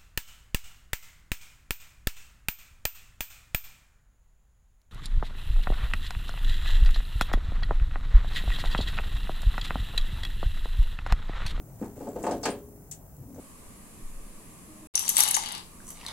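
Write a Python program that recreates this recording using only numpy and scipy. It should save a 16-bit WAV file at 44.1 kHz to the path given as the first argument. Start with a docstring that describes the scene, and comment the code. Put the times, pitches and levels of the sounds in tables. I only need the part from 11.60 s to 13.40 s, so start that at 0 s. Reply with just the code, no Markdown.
"""A hand flanging tool is squeezed on the edge of a steel car door.
The edge yields in stick-slip jerks: each one knocks the flange and rings the hollow panel's modes, mostly ever harder.
The jaws scrape in tiny noisy slips, then snap off with a clank and the tool clicks open; the door booms softly.
Behind it lie a low outdoor rumble, a faint hiss and a thin high whine, made of noise bands and one sine."""
import sys
import numpy as np
from scipy import signal
from scipy.fft import rfft, irfft, next_fast_len
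from scipy.io import wavfile

SR = 44100
rng = np.random.default_rng(int(sys.argv[2]) if len(sys.argv) > 2 else 0)


def dump_mix(stems):
    """Bounce the given channels to the path in sys.argv[1] as a 16-bit WAV at rate SR."""
    frames = np.atleast_2d(stems).T  # one column per channel
    limited = np.clip(frames, -1, 1)  # hard clip at full scale
    pcm = np.round(limited * 32767).astype(np.int16)
    wavfile.write(sys.argv[1], SR, pcm)


N = 79380
T = np.arange(N) / SR  # time in seconds


def undb(db):
    """Turn decibels into gain."""
    return 10 ** (np.asarray(db) / 20)


def unit(x):
    """Scale to an rms of 1."""
    return x / np.sqrt(np.mean(x ** 2))


def at(table, hz, axis=1):
    """Read one column of a table between its rows, on a log-frequency axis."""
    rows = np.array(table, float)
    return np.interp(np.log(hz), np.log(rows[:, 0]), rows[:, axis])


def pan(db):
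    """Left and right gains for a left-minus-right level difference."""
    gains = np.array([[undb(db / 2)], [undb(-db / 2)]])
    return unit(gains)


def fade(age, t60, rise):
    """Quick rise, then a decay of 60 dB in t60 seconds; silent before age 0."""
    age = np.maximum(age, 0)
    return (1 - np.exp(-age / rise)) * np.exp(-np.log(1000) * age / t60)


def bump(hz, octaves):
    """Spectrum of one broad resonance; its gain is halved this many octaves away."""
    freqs = np.maximum(np.fft.rfftfreq(N, 1 / SR), 1)
    return 1 / (1 + (np.log2(freqs / hz) / octaves) ** 2)


BANDS_HZ = 22 * 2 ** (np.arange(39) / 4)  # band centres, four per octave
CLUSTER_HZ = 17  # spacing of the random peaks and dips in an uneven spectrum


def bands(stereo, grains=1, uneven_db=0):
    """Split stereo noise into bands, each with its own width and balance, optionally bunched into peaks."""
    size = next_fast_len(N)
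    freqs = np.maximum(np.fft.rfftfreq(size, 1 / SR), 1)
    peaks = np.interp(freqs / CLUSTER_HZ, np.arange(2048), rng.uniform(-1, 1, size=2048))
    noise = rng.standard_normal((2, N)) * grains
    spectra = rfft(noise, size) * undb(uneven_db * np.sqrt(3) * peaks)
    for hz in BANDS_HZ:
        # neighbouring bands overlap and cross-fade in power
        distance = np.minimum(abs(np.log2(freqs / hz)) * 4, 1)
        mid, side = irfft(spectra * np.sqrt(1 - distance), size)[:, :N]
        side = side * undb(at(stereo, hz))
        left_right = np.array([mid + side, mid - side])
        yield hz, unit(left_right) * pan(at(stereo, hz, axis=2))


# How loud the surroundings are from low to high pitch.
# Each row: frequency in Hz, level in dB per band before the wavering.
AIR_LEVELS = [(22, -102), (40, -67.5), (58, -63), (80, -66.5), (115, -58.5), (200, -66), (320, -73.5),
              (600, -70.5), (1200, -78.5), (2400, -87), (3700, -95), (5000, -83), (6800, -73), (10000, -72),
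              (15000, -67.5)]
# How wide the surroundings sound.
# Each row: frequency in Hz, side level against the middle in dB, left minus right in dB.
AIR_STEREO = [(58.6, -16, 1.7), (560, -6, 1.5), (2460, 2, 0), (7500, 4, 0.8), (14000, -10, 0)]
AIR_WAVER_DB = 4.26  # typical wavering at the lowest pitches
WHINE_HZ, WHINE_DB = 15735, -71


def background():
    """Noise bands make a wavering low rumble and a steadier hiss; a sine adds a thin high whine."""
    out = np.zeros((2, N))
    knots = np.linspace(0, T[-1], 20)
    for hz, noise in bands(AIR_STEREO):
        depth_db = AIR_WAVER_DB / (1 + hz / 2000)  # high bands waver less
        waver_db = np.interp(T, knots, rng.standard_normal(len(knots))) * depth_db
        out += noise * undb(at(AIR_LEVELS, hz) + waver_db)
    whine = np.sqrt(2) * np.sin(2 * np.pi * WHINE_HZ * T)
    return out + undb(WHINE_DB) * whine


# Low booming of the door as it flexes under the tool.
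# Each row: time in seconds, level in dB.
FLEX_LEVELS = [(0, -42.5), (.18, -113), (.3, -52), (.45, -57), (.58, -48), (.8, -44), (1.0, -55.5),
               (1.2, -54.5), (1.4, -79), (1.55, -62), (1.68, -52.5), (1.8, -44)]
FLEX_HZ, FLEX_OCTAVES = 264.5, 0.5


def flexing():
    """The hollow door booms softly as the tool levers against it: noise through a low resonance."""
    spectrum = rfft(rng.standard_normal(N)) * bump(FLEX_HZ, FLEX_OCTAVES) ** 2
    boom = unit(irfft(spectrum, N))
    level_db = np.interp(T, *np.array(FLEX_LEVELS).T)
    return boom * undb(level_db) * pan(db=2.6)


# How hard the jaws rub on the edge.
# Each row: time in seconds, pressure in dB.
RUB_PRESSURE = [(0, -11.5), (.18, -7), (.25, 3.5), (.32, -4), (.41, 1), (.52, -1.5), (.62, 2.5), (.74, 6),
                (.8, -0.5), (.95, -2), (1.08, -13), (1.55, -14), (1.7, -5.5), (1.8, 1)]
# Colour of the rubbing.
# Each row: frequency in Hz, level in dB per band before the pressure is added.
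RUB_COLOUR = [(100, -67), (280, -60), (700, -63.5), (1300, -74.5), (3500, -82), (5500, -76.5), (7600, -65),
              (10500, -78.5), (15000, -83)]
# How wide the rubbing, and later the ringing panel, sound.
# Each row: frequency in Hz, side level against the middle in dB, left minus right in dB.
PANEL_STEREO = [(98, -20, 2.1), (570, -20, 0.9), (1320, -7, 0), (2520, -4, -1), (4900, 0.5, 1),
                (8000, 0, 4.5), (14100, -30, -6)]
GRAINS_PER_S, GRAIN_SPREAD_DB = 550, 0.5


def rubbing():
    """Tiny slips under the jaws make a gritty scrape that follows the pressure."""
    slips = rng.random(N) < GRAINS_PER_S / SR
    grains = slips * undb(GRAIN_SPREAD_DB * rng.standard_normal(N))
    # the power of each tiny slip dies away over about 2 ms
    keep = np.exp(-1 / (SR * 0.002))
    grains = np.sqrt(signal.lfilter([1], [1, -keep], grains ** 2))
    scrape = np.zeros((2, N))
    for hz, noise in bands(PANEL_STEREO, grains):
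        scrape += noise * undb(at(RUB_COLOUR, hz))
    return scrape * undb(np.interp(T, *np.array(RUB_PRESSURE).T))


def strike(starts, sizes, response):
    """Repeat one response at the given times and strengths."""
    out = np.zeros(N)
    for start, size in zip(starts, sizes):
        i = int(start * SR)
        out[i:] += size * response[:N - i]
    return out


# Steel-on-steel clicks of the tool.
# Each row: start in seconds, level in dB, centre in Hz, distance to half gain in octaves,
# time to fall by 60 dB in seconds, left minus right in dB.
CLICKS = [(.488, -41.5, 7400, .2, 0.015, 1), (0.628, -44.5, 7340, 0.29, 0.35, 9),
          (0.8309, -35, 6260, 0.22, 0.03, 0), (.837, -33.5, 4940, 0.23, 0.12, 1),
          (0.843, -49, 4540, 0.21, 0.24, 14), (0.9026, -39, 9000, 0.1, .13, 3),
          (1.312, -34, 6940, 0.22, 0.032, 3), (1.312, -39, 13000, 0.46, 0.017, -2),
          (1.314, -37, 7340, 0.31, 0.15, 4.5), (1.314, -55, 2500, 1, 0.2, -3.5),
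          (1.324, -38.5, 7440, 0.064, 0.047, 19), (1.565, -53.5, 8500, 0.62, .025, -4),
          (1.745, -58.5, 6100, 0.09, .08, 5)]
# Ring of the tool's steel after every click.
# Each row: frequency in Hz, level against the click in dB, time to fall by 60 dB in seconds.
TOOL_MODES = [(7200, -20, 0.22), (7400, -22, 0.13), (7740, -11, 0.087)]


def tool():
    """Jaws and linkage click: a bright noise burst, with a thin steel ring of decaying sines."""
    out = np.zeros((2, N))
    for start, db, hz, width, t60, pan_db in CLICKS:
        spectrum = rfft(rng.standard_normal((2, N))) * bump(hz, width)
        burst = unit(irfft(spectrum, N))
        out += burst * fade(T - start, t60, rise=0.0004) * undb(db) * pan(pan_db)
    starts = [row[0] for row in CLICKS]
    sizes = [undb(row[1]) for row in CLICKS]
    for hz, db, t60 in TOOL_MODES:
        ring = np.sin(2 * np.pi * hz * T) * fade(T, t60, rise=0.00015) * undb(db)
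        out += strike(starts, sizes, ring) * pan(db=8)
    return out


# The four frequencies in Hz where the force of a jerk is given: thud, body, clang, crack.
SLIP_HZ = [220, 650, 2000, 7000]


def force(colour_db, hz):
    """How hard a jerk drives the door at a frequency."""
    return undb(np.interp(np.log(hz), np.log(SLIP_HZ), colour_db))


# Jerks of the edge, which drive both the flange and the panel.
# Each row: start in seconds, then force in dB of the thud, the body, the clang and the crack.
SLIPS = [(.215, -27, -44, -83, -60), (0.223, -53, -39.5, -52.5, -88), (.377, -43, -45, -82, -75),
         (.4075, -37.5, -37, -65, -61), (.443, -49, -49, -70, -60), (.4695, -34, -32, -63, -60),
         (.5605, -33, -31.5, -60, -62), (.638, -32, -27, -42, -64), (.6655, -31.5, -20.5, -44.5, -47),
         (0.71, -28, -38.5, -47, -43.5), (.720, -41, -27, -58, -74), (.833, -40.5, -33.5, -47, -40),
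         (0.8541, -42.5, -33, -31, -33), (.859, -34, -22.5, -52, -59), (.885, -24.5, -45.5, -85, -46),
         (1.780, -58, -40.5, -83, -81)]
SLIP_STARTS = [row[0] for row in SLIPS]
KNOCK_HZ, KNOCK_T60_S, KNOCK_DB = 500, 0.03, 9  # level against the force


def flange():
    """The heavily damped flange under the jaws answers each jerk with a short, hard knock."""
    knock = np.sin(2 * np.pi * KNOCK_HZ * T) * fade(T, KNOCK_T60_S, rise=0.0006)
    sizes = [force(row[1:], KNOCK_HZ) for row in SLIPS]
    return strike(SLIP_STARTS, sizes, knock) * undb(KNOCK_DB) * pan(db=1.8)


# Clear ringing tones (modes) of the door panel.
# Each row: frequency in Hz, relative level in dB, time to fall by 60 dB in seconds.
PANEL_MODES = [(180.2, -13, 0.34), (210.7, -4, 0.28), (241.6, -5, 0.25), (275.5, -3, 0.37),
               (331.1, -5.5, 0.55), (412.5, -8, 0.96), (419.5, -11.5, 0.35), (443.6, -7.5, 0.54),
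               (553.6, -12.5, 0.58), (573, -9.5, 0.42), (699.2, -6, 0.26), (724.4, -5.5, 0.26),
               (770, -14.5, 0.25), (875, -5, 0.26), (910, -12.5, 0.42), (1037, -8.5, 0.23),
               (1117, -5, 0.14), (1233, -4.5, 0.21), (1503, -5, 0.17), (1617, -5.5, 0.2),
               (1671, -6.5, 0.23), (1870, -15, 0.17), (2703, -12, 0.22), (2756, -11, 0.24),
               (3176, -17, 0.33), (4615, -7.5, 0.19)]
MODES_DB, MODE_RISE_S = -3.5, 0.001  # the level is added to every mode
# Wash of the panel's modes that lie too close together to hear one by one.
# Each row: frequency in Hz, relative level in dB per band, time to fall by 60 dB in seconds.
WASH = [(90, -46, 0.11), (206, -10, 0.18), (446, -8, 0.42), (626, -11, 0.2), (824, -2, 0.19),
        (1020, -15, 0.39), (1400, -10, 0.26), (2040, -5.5, 0.22), (3700, -10, 0.26), (4900, -6, .2),
        (8000, 1, 0.088), (10600, -15, 0.16), (15000, -22, 0.098)]
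WASH_DB, WASH_RISE_S = -4, 0.0009  # the level is added to every band
STRIKE_DB, STRIKE_T60_S = -12, 0.024  # brief bang of each jerk, level against the wash
CLUSTER_DB = 3.5  # unevenness of the crowded modes


def panel():
    """Each jerk rings the door's clear modes as sines and its crowded ones as a wash of noise."""
    out = np.zeros((2, N))
    for k, (hz, db, t60) in enumerate(PANEL_MODES):
        sign = (-1) ** k  # every other mode starts the opposite way
        ring = sign * np.sin(2 * np.pi * hz * T) * fade(T, t60, MODE_RISE_S)
        sizes = [force(row[1:], hz) for row in SLIPS]
        rings = strike(SLIP_STARTS, sizes, ring)
        out += rings * undb(db + MODES_DB) * pan(at(PANEL_STEREO, hz, axis=2))
    bang = undb(STRIKE_DB) * fade(T, STRIKE_T60_S, rise=0.00018)
    for hz, noise in bands(PANEL_STEREO, uneven_db=CLUSTER_DB):
        decay = fade(T, at(WASH, hz, axis=2), WASH_RISE_S) + bang
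        # overlapping jerks add up in power
        powers = [force(row[1:], hz) ** 2 for row in SLIPS]
        power = strike(SLIP_STARTS, powers, decay ** 2)
        out += noise * np.sqrt(power) * undb(at(WASH, hz) + WASH_DB)
    return out


def scene():
    """Surroundings, tool and door together."""
    return background() + flexing() + rubbing() + tool() + flange() + panel()


def record(dry):
    """The recorder cuts the top: a steep low-pass filter at 16 kHz."""
    low_pass = signal.ellip(10, 0.2, 80, 16000, fs=SR, output="sos")
    return signal.sosfilt(low_pass, dry)


dry = scene()
out = record(dry)
dump_mix(out)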